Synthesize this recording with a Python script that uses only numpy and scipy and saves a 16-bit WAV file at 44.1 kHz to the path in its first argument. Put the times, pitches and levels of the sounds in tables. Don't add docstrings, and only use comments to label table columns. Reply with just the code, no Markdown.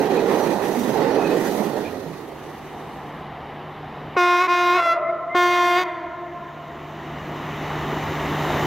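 import sys
import numpy as np
from scipy import signal
from scipy.fft import rfft, irfft, next_fast_len
from scipy.io import wavfile
from scipy.ndimage import uniform_filter1d

SR = 44100
rng = np.random.default_rng(int(sys.argv[2]) if len(sys.argv) > 2 else 0)


def bounce(signal):
    frames = np.transpose(np.atleast_2d(signal))
    limited = np.clip(frames, -1, 1)
    pcm = np.round(limited * 32767).astype(np.int16)
    wavfile.write(sys.argv[1], SR, pcm)


N = 381906
T = np.arange(N) / SR
HZ = np.fft.rfftfreq(1024, 1 / SR)
FRAMES = np.arange(N // 256 + 5) * 256 / SR

# [pitch factor, delay/s, level/dB]
SLOPES = [(.995, .012, -14.5), (.98, .05, -15.5), (.955, .06, -20), (.897, .08, -22)]
# [f/Hz, t60/s]
VALLEY_T60 = [(300, 2.44), (700, 4.14), (1400, 2.63), (2500, 1.2), (5000, 1.3), (12000, .3)]
# [f/Hz, level/dB]
FOREST_COLOUR = [(350, 0.5), (700, 1), (1100, -1), (2100, 4), (5000, -6), (12000, 1)]

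# [f/Hz, relative level/dB per Hz]
COACH_COLOUR = [(30, -24), (80, -44), (150, -9), (230, -5), (400, -0.5), (620, -8.5), (840, -8.5),
                (1100, -19), (2300, -31), (5000, -35), (9500, -41.5), (12000, -39), (15800, -45.5)]
# [f/Hz, correlation]
COACH_LIKENESS = [(500, 1), (1650, 0.58), (5000, 0.055), (9000, 0.033), (11500, 0.9)]
# [f/Hz, width/Hz, lift/dB]
STEEL_RESONANCES = [(1906, 290, 6), (2450, 140, 3), (3940, 670, 2.5), (6130, 460, 6)]
# [mid t/s, length/s, f/Hz, width/Hz, level/dB]
FLANGE_SCRAPES = [(0.184, 0.06, 2490, 200, -36.5), (0.433, .05, 5900, 400, -45), (.81, .08, 5900, 400, -49),
                  (1.261, 0.31, 2525, 120, -40), (1.863, .1, 2400, 300, -42.5)]
# [t/s, relative peak level/dB]
GEAR_TICKS = [(0.4334, -34), (0.6837, -30), (0.7905, -27.5), (0.8144, -32), (1.3667, -34), (1.4096, -34),
              (1.5622, -33), (1.6106, -43)]
# [mid t/s, length/s, f/Hz, width/Hz, level/dB]
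BOGIE_SWELLS = [(.2, .7, 435, 120, -23), (1.12, .6, 474, 126, -28.5), (.83, .25, 237, 50, -26),
                (1.6, .3, 233, 70, -27), (1.92, .5, 100, 80, -45), (2.1, .17, 175, 60, -34)]
# [t/s, level/dB]
WHEEL_RUMBLE = [(0, -19.5), (.45, -20.5), (.8, -24.5), (1.03, -19.5), (1.78, -26.5), (2, -32.5),
                (2.25, -40), (3.2, -43.5)]
# [t/s, steel-on-steel hiss level/dB]
BOGIES = [(-.15, -39.5), (.42, -43), (.82, -42), (1.52, -41)]
RING_DB, RING_SHARE = -16.5, 0.79
ABREAST_S = 0.17
RAIL_HISS_DB = -58.5
PAN_DB, PAN_SWING_DB, PAN_LAG_S = -9, -3, 0.12

# [f/Hz, relative level/dB per Hz]
FAR_COLOUR = [(30, -31), (70, -15), (170, -13), (400, -11.5), (560, -15.5), (780, -2.5), (1400, -10),
              (2100, -16), (3600, -28.5), (5000, -38.5), (9000, -54.5), (14000, -47.5), (15800, -68)]
# [f/Hz, relative level/dB per Hz]
NEAR_COLOUR = [(30, -45), (70, -6), (170, -6.5), (340, -1), (520, -11), (900, -11), (2000, -19.5),
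               (3600, -32.5), (5000, -42), (6500, -39.5), (9000, -57.5), (14000, -47), (15800, -52)]
# [f/Hz, correlation]
TRAIN_LIKENESS = [(4000, .99), (9000, 0.43), (12000, 0.94)]
# [f/Hz, width/Hz, lift/dB]
BODY_RESONANCES = [(1120, 50, 1), (1490, 340, -3.5), (1940, 340, 2), (2986, 370, 5.5), (3730, 470, 5)]
# [t/s, f/Hz]
EXHAUST_PITCH = [(2.6, 149.2), (4.69, 150.2), (8.66, 150.3)]
# [multiple of the exhaust note, relative level/dB]
EXHAUST_PARTIALS = [(.3, -35), (0.501, -11.5), (1, 2), (1.5, -18.5), (2.001, -24.5)]
# [t/s, relative peak level/dB]
TRACK_KNOCKS = [(7.764, -16), (7.923, -15), (8.101, -13), (8.446, -17)]
# [level/dB at the reference distance, loss/dB per doubling of distance, background level/dB]
ROAR_BANDS = [(-30, 6, -42.5), (-27, 7, -44.5), (-42, 10, -65)]
ARRIVAL_S, SPEED_M_PER_S, REFERENCE_M = 9.653, 26.6, 25.3
EXHAUST_DB, EXHAUST_LOSS_DB = -28, 5.5

# [multiple, relative level/dB]
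BLAST_PARTIALS = [
    [(1, 0.5), (2, -1.5), (3, 5.5), (4, -0.5), (5, -8.5), (6, -5.5), (7, -5.5), (8, -15.5), (9, -21),
     (10, -14.5), (11, -15.5), (12, -30), (13, -24), (14, -23), (15, -22.5)],
    [(1, -2), (2, -2.5), (3, 0.5), (4, -7), (5, -9), (6, -7), (7, -14.5), (8, -19), (9, -17), (10, -16.5),
     (11, -25), (12, -29), (13, -22), (14, -30), (15, -38)],
]
# [f/Hz, relative level/dB]
TOP_PARTIALS = [(6000, -27.5), (7500, -41), (9000, -47), (12000, -41.5), (15500, -41.5)]
# [multiple, relative level/dB]
UPPER_PARTIALS = [(1, -1), (2, 1), (3, -6.5), (4, -12.5), (5, -15.5), (6, -23), (8, -27.5), (12, -41),
                  (22, -48)]
# [t/s, length/s, starting f/Hz, level/dB]
SQUEAKS = [(5.026, 0.083, 2006, -22.5), (5.285, 0.069, 2030, -23)]
# [f/Hz, relative level/dB per Hz]
AIR_COLOUR = [(500, -16.5), (1500, -3), (3000, -13), (6000, -19.5), (9000, -31), (12500, -42), (15800, -42)]
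# [t/s, held/s, rise/s, starting bend/semitones, level/dB]
VALVE_PULLS = [(4.165, .226, 0.0028, 0.69, 0), (4.474, .253, 0.012, -1, -1.5), (5.346, .41, 0.0023, .3, -1)]
BLAST_HZ, BLAST_CLOSE_S = 355.1, 0.085
SETTLE_S = .011
SAG_PER_S, SAG_DB_PER_S = .012, 8.5
FLICK, FLICK_S, CLOSE_DB = .032, 0.033, -11.5
UPPER_S, UPPER_HELD_S, UPPER_HZ, UPPER_DB = 4.765, .155, 677.5, -6
UPPER_BEND, UPPER_SETTLE_S, UPPER_FLICK, UPPER_FADE_DB_PER_S = 0.0572, 0.0223, .018, 127
UPPER_SWELL_DB, UPPER_WAVER = 2, 0.0038
SQUEAK_GLIDE_HZ_PER_S, SQUEAK_RISE_S = 1400, 0.028

CUT_HZ = 15850


def amp(db):
    return 10 ** (np.asarray(db) / 20)


def unit(x):
    return x / np.sqrt(np.mean(x ** 2) + 1e-20)


def follow(rows, t):
    s, *columns = np.transpose(rows)
    return [np.interp(t, s, column) for column in columns]


def read(points, hz):
    f, value = np.transpose(points)
    return np.interp(np.log(hz + 1), np.log(f + 1), value)


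def add(mix, s, sound):
    start = round(s * SR)
    sound = sound[max(-start, 0):]
    part = mix[max(start, 0):][:len(sound)]
    part += sound[:len(part)]


def band(size, hz, width):
    f = np.fft.rfftfreq(next_fast_len(size + SR // 4, True), 1 / SR)
    spectrum = rfft(rng.standard_normal(2 * len(f) - 2))
    resonance = 1 / (1 + (2 * (f - hz) / width) ** 4)
    return unit(irfft(spectrum * resonance)[:size])


def lifts(resonances):
    return sum(db / (1 + (2 * (HZ - hz) / width) ** 4) for hz, width, db in resonances)


def rolling(colour_db, levels_db, edges, likeness, phase, patchy_db, flicker_db):
    shape = amp(colour_db) * np.ones((len(FRAMES), 1))
    below = [1 / (1 + (HZ / edge) ** 8) for edge in edges]
    shares = below[0], below[1] - below[0], 1 - below[1]
    power = 0
    for share, db in zip(shares, levels_db):
        part = shape ** 2 * share
        power = power + abs(part) / part.sum(1, keepdims=True) * amp(db)[:, None] ** 2

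    a, b, c, d, patches = rng.standard_normal((5, len(FRAMES), len(HZ)))
    patches = unit(uniform_filter1d(uniform_filter1d(patches, size=12, axis=0), size=9, axis=1))
    flicker = unit(uniform_filter1d(rng.standard_normal(len(FRAMES)), size=3))
    flicker = flicker[:, None] * (1 - below[0])

    like = np.clip(read(likeness, HZ), -1, 1)
    left = a + 1j * b
    right = (like * left + np.sqrt(1 - like ** 2) * (c + 1j * d)) * np.exp(-1j * phase)
    spectra = np.array([left, right]) * np.sqrt(power)
    spectra *= amp(patchy_db * patches + flicker_db * flicker)
    noise = signal.istft(spectra.swapaxes(1, 2), nperseg=1024, noverlap=768)[1]
    return np.sqrt(1.5) * noise[:, :N]


def hits(rows, hz, width, t60):
    out, t = np.zeros(N), np.arange(SR // 6) / SR
    for s, db in rows:
        burst = band(len(t), hz, width) * amp(-60 * t / t60) * (1 - np.exp(-t * hz))
        add(out, s, amp(db) * burst / abs(burst).max())
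    return out


def swells(rows):
    out = np.zeros(N)
    for s, length, hz, width, db in rows:
        size = int(length * SR)
        add(out, s - length / 2, amp(db) * band(size, hz, width) * np.hanning(size))
    return out


def valley(x):
    out, size = np.zeros((2, N)), 3 * SR
    hz, t, spectra = signal.stft(rng.standard_normal((len(SLOPES), 2, size)), SR, nperseg=256)
    decay_db = -60 * t / read(VALLEY_T60, hz)[:, None]
    onset_db = 6 * np.exp(-t / 0.11)
    spectra = spectra * amp(decay_db + read(FOREST_COLOUR, hz)[:, None] + onset_db)
    tails = signal.istft(spectra, SR, nperseg=256)[1]
    for (factor, delay, db), tail in zip(SLOPES, tails):
        tail = tail[0] + 0.14 * np.array([[1], [-1]]) * tail[1]
        tail /= np.sqrt(np.mean(abs(rfft(tail[0], SR * 3)[1500:4500]) ** 2))
        wander = .00018 * band(N, 0, 24)
        shifted = np.interp(5 + (T - delay - 5) * factor + wander, T, x)
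        out += amp(db) * signal.oaconvolve(shifted[None], tail, axes=1)[:, :N]
    return out


def abreast(t, s):
    return 1 / (1 + ((t - s) / ABREAST_S) ** 2) ** 1.48


def coaches():
    rumble_db, = follow(WHEEL_RUMBLE, FRAMES)
    ring_db = RING_DB + RING_SHARE * rumble_db
    hiss_power = amp(RAIL_HISS_DB) ** 2 + sum(amp(db) ** 2 * abreast(FRAMES, s) for s, db in BOGIES)
    levels = rumble_db, ring_db, 10 * np.log10(hiss_power)
    phase = -2 * np.pi * HZ * 4.5e-5 / (1 + (HZ / 4000) ** 4)
    colour = read(COACH_COLOUR, HZ) + lifts(STEEL_RESONANCES)
    roll = rolling(colour, levels, (1200, 5000), COACH_LIKENESS, phase, patchy_db=1.58, flicker_db=1.16)
    ticks = amp(-4) * hits(GEAR_TICKS, hz=9000, width=15000, t60=0.084)
    sound = roll + swells(BOGIE_SWELLS) + swells(FLANGE_SCRAPES) + ticks

    rumble_filter = signal.butter(1, [105, 2500], "bandpass", fs=SR, output="sos")
    rumble = signal.sosfiltfilt(rumble_filter, sound)
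    passing = sum(abreast(T - PAN_LAG_S, s) for s, _ in BOGIES[1:])
    pan = amp((PAN_DB + PAN_SWING_DB * passing) * np.array([[.5], [-.5]]))
    return rumble * pan / pan.mean(0) + sound - rumble


def locomotive():
    distance = SPEED_M_PER_S * np.maximum(ARRIVAL_S - FRAMES, .1)
    doublings = np.log2(distance / REFERENCE_M)
    levels = [10 * np.log10(amp(db - loss * doublings) ** 2 + amp(floor_db) ** 2)
              for db, loss, floor_db in ROAR_BANDS]
    near = np.clip((FRAMES - 4.5) / 0.99, 0, 1)[:, None]
    colour = (1 - near) * read(FAR_COLOUR, HZ) + near * read(NEAR_COLOUR, HZ) + lifts(BODY_RESONANCES)
    colour = colour + lifts([(159, 29, -1)])
    roar = rolling(colour, levels, (600, 4500), TRAIN_LIKENESS, 0, patchy_db=0.93, flicker_db=0.0)

    exhaust_hz = follow(EXHAUST_PITCH, T)[0] * (1 + 0.0018 * band(N, 0, 20))
    turns = np.cumsum(exhaust_hz) / SR
    note = 0
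    for multiple, db in EXHAUST_PARTIALS:
        gain = amp(db + 0.48 * band(N, 0, 19))
        note = note + gain * np.sin(2 * np.pi * (multiple * turns + rng.random()))
    note_db = EXHAUST_DB - EXHAUST_LOSS_DB * doublings
    clatter = 1 + 0.051 * np.cos(np.pi * turns)
    knocks = amp(-7.0) * hits(TRACK_KNOCKS, hz=354, width=155, t60=0.1)
    return amp(3.0) * roar * clatter + note * amp(np.interp(T, FRAMES, note_db)) + knocks


def diaphragm(note, partials_db, dulling_db, rough_above_hz):
    t, hz, db = note
    rough = np.clip((hz - rough_above_hz) / 9, 0, 1)
    jitter = (.0008 + .007 * rough) * band(len(t), 0, 700)
    turns = np.cumsum(hz * (1 + jitter)) / SR
    slack_db = np.minimum(db - np.percentile(db, 70), 0)
    tilt_db = dulling_db * slack_db - 7 * np.exp(-(t - t[0]) / 0.011)
    knots, stack = FRAMES[::9], 0
    for k, partial_db in enumerate(partials_db, 1):
        fading_db = .9 * np.log(1 + k) * np.interp(t, knots, rng.standard_normal(len(knots)))
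        flare = 4 * np.log(k)
        gain = amp(partial_db + tilt_db * np.log(k) + fading_db)
        stack = stack + gain * np.cos(2 * np.pi * k * turns - flare)
    stack = stack * (1 + (.03 + .14 * rough) * band(len(t), 0, 600))
    edges = np.clip(np.minimum(t - t[0], (t[-1] - t) / 4) / 0.0014, 0, 1)
    out = np.zeros(N)
    add(out, t[0], stack * amp(db) * edges / np.sqrt(np.sum(amp(partials_db) ** 2) / 2))
    return out


def escaping_air(note):
    colour = amp(read(AIR_COLOUR, np.fft.rfftfreq(N, 1 / SR)))
    hiss = irfft(rfft(rng.standard_normal(N)) * colour, N)
    flow = signal.sosfilt(signal.butter(1, 16, fs=SR, output="sos"), abs(note))
    puffs = abs(uniform_filter1d(abs(note), size=30))
    return amp(-4) * hiss * np.sqrt(flow * puffs)


def blast(start, held, rise, bend, level_db):
    t = np.arange(0, held + BLAST_CLOSE_S, 1 / SR)
    closing = np.maximum(t - held, 0)
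    hz = BLAST_HZ * 2 ** (bend * np.exp(-t / SETTLE_S) / 12)
    hz = hz * (1 - SAG_PER_S * t + FLICK * np.minimum(closing / FLICK_S, 1))
    db = level_db - 7 * np.exp(-t / rise) - SAG_DB_PER_S * t + CLOSE_DB * (closing / BLAST_CLOSE_S) ** 3
    return start + t, hz, db


def upper_note():
    t = np.arange(0, 2 * UPPER_HELD_S, 1 / SR)
    closing = np.maximum(t - UPPER_HELD_S, 0)
    settling = np.exp(-t / UPPER_SETTLE_S)
    hz = UPPER_HZ * (1 + UPPER_BEND * settling + UPPER_FLICK * np.minimum(closing / FLICK_S, 1))
    hz = hz * (1 + UPPER_WAVER * band(len(t), 0, 64))
    swell_db = UPPER_SWELL_DB * np.minimum(t / UPPER_HELD_S - 1, 0)
    return UPPER_S + t, hz, UPPER_DB + swell_db - UPPER_FADE_DB_PER_S * closing


def squeak(start, length, hz, level_db):
    t = np.arange(0, length, 1 / SR)
    rise_db = -22 * np.maximum(1 - t / SQUEAK_RISE_S, 0)
    return start + t, hz + SQUEAK_GLIDE_HZ_PER_S * t, level_db + rise_db


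def horn():
    blasts = np.zeros(N)
    for pull in VALVE_PULLS:
        bell = BLAST_PARTIALS[int(pull[0] > UPPER_S)]
        top_db = read(TOP_PARTIALS, np.arange(len(bell) + 1, 45) * BLAST_HZ)
        partials_db = np.r_[np.transpose(bell)[1], top_db]
        blasts += diaphragm(blast(*pull), partials_db, dulling_db=-0.14, rough_above_hz=BLAST_HZ)
    blasts = signal.sosfilt(signal.butter(4, 270, "highpass", fs=SR, output="sos"), blasts)
    air = np.array([escaping_air(blasts) for _ in range(3)])
    air = air[0] + 0.97 * air[1:]
    pops = hits([(pull[0], -9) for pull in VALVE_PULLS[::2]], hz=456, width=180, t60=0.016)
    upper_db = read(UPPER_PARTIALS, np.arange(1, 23))
    upper = diaphragm(upper_note(), upper_db, dulling_db=1.6, rough_above_hz=672)
    squeaks = sum(diaphragm(squeak(*row), np.zeros(1), dulling_db=0, rough_above_hz=SR) for row in SQUEAKS)
    spread = signal.sosfilt(signal.butter(2, 800, fs=SR, output="sos"), upper)
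    return blasts + air + pops + upper + squeaks + valley(blasts + amp(14.0) * spread)


def scene():
    change = np.clip((T - 1.95) / 1.34, 0, 1)
    leaving = np.sqrt(1 - change ** 2) * coaches()
    nearing = np.sqrt(np.sin(np.pi / 2 * change)) * locomotive()
    return leaving + nearing + horn()


def record(dry):
    power_db = 10 * np.log10(abs(uniform_filter1d((dry ** 2).mean(0), size=500)) + 1e-12)
    recovery_db = 6.85 * T
    held_db = np.maximum.accumulate(power_db + recovery_db) - recovery_db
    over_db = np.maximum(held_db + 15.5, 0)
    ducked = dry * amp(-uniform_filter1d(over_db, size=200))
    rounded = ducked / (1 + (ducked / .5) ** 8) ** (1 / 8)
    lowpass = signal.firwin(511, CUT_HZ, window=("kaiser", 9), fs=SR)
    return signal.oaconvolve(rounded, lowpass[None], "same")


dry = scene()
out = record(dry)
bounce(out)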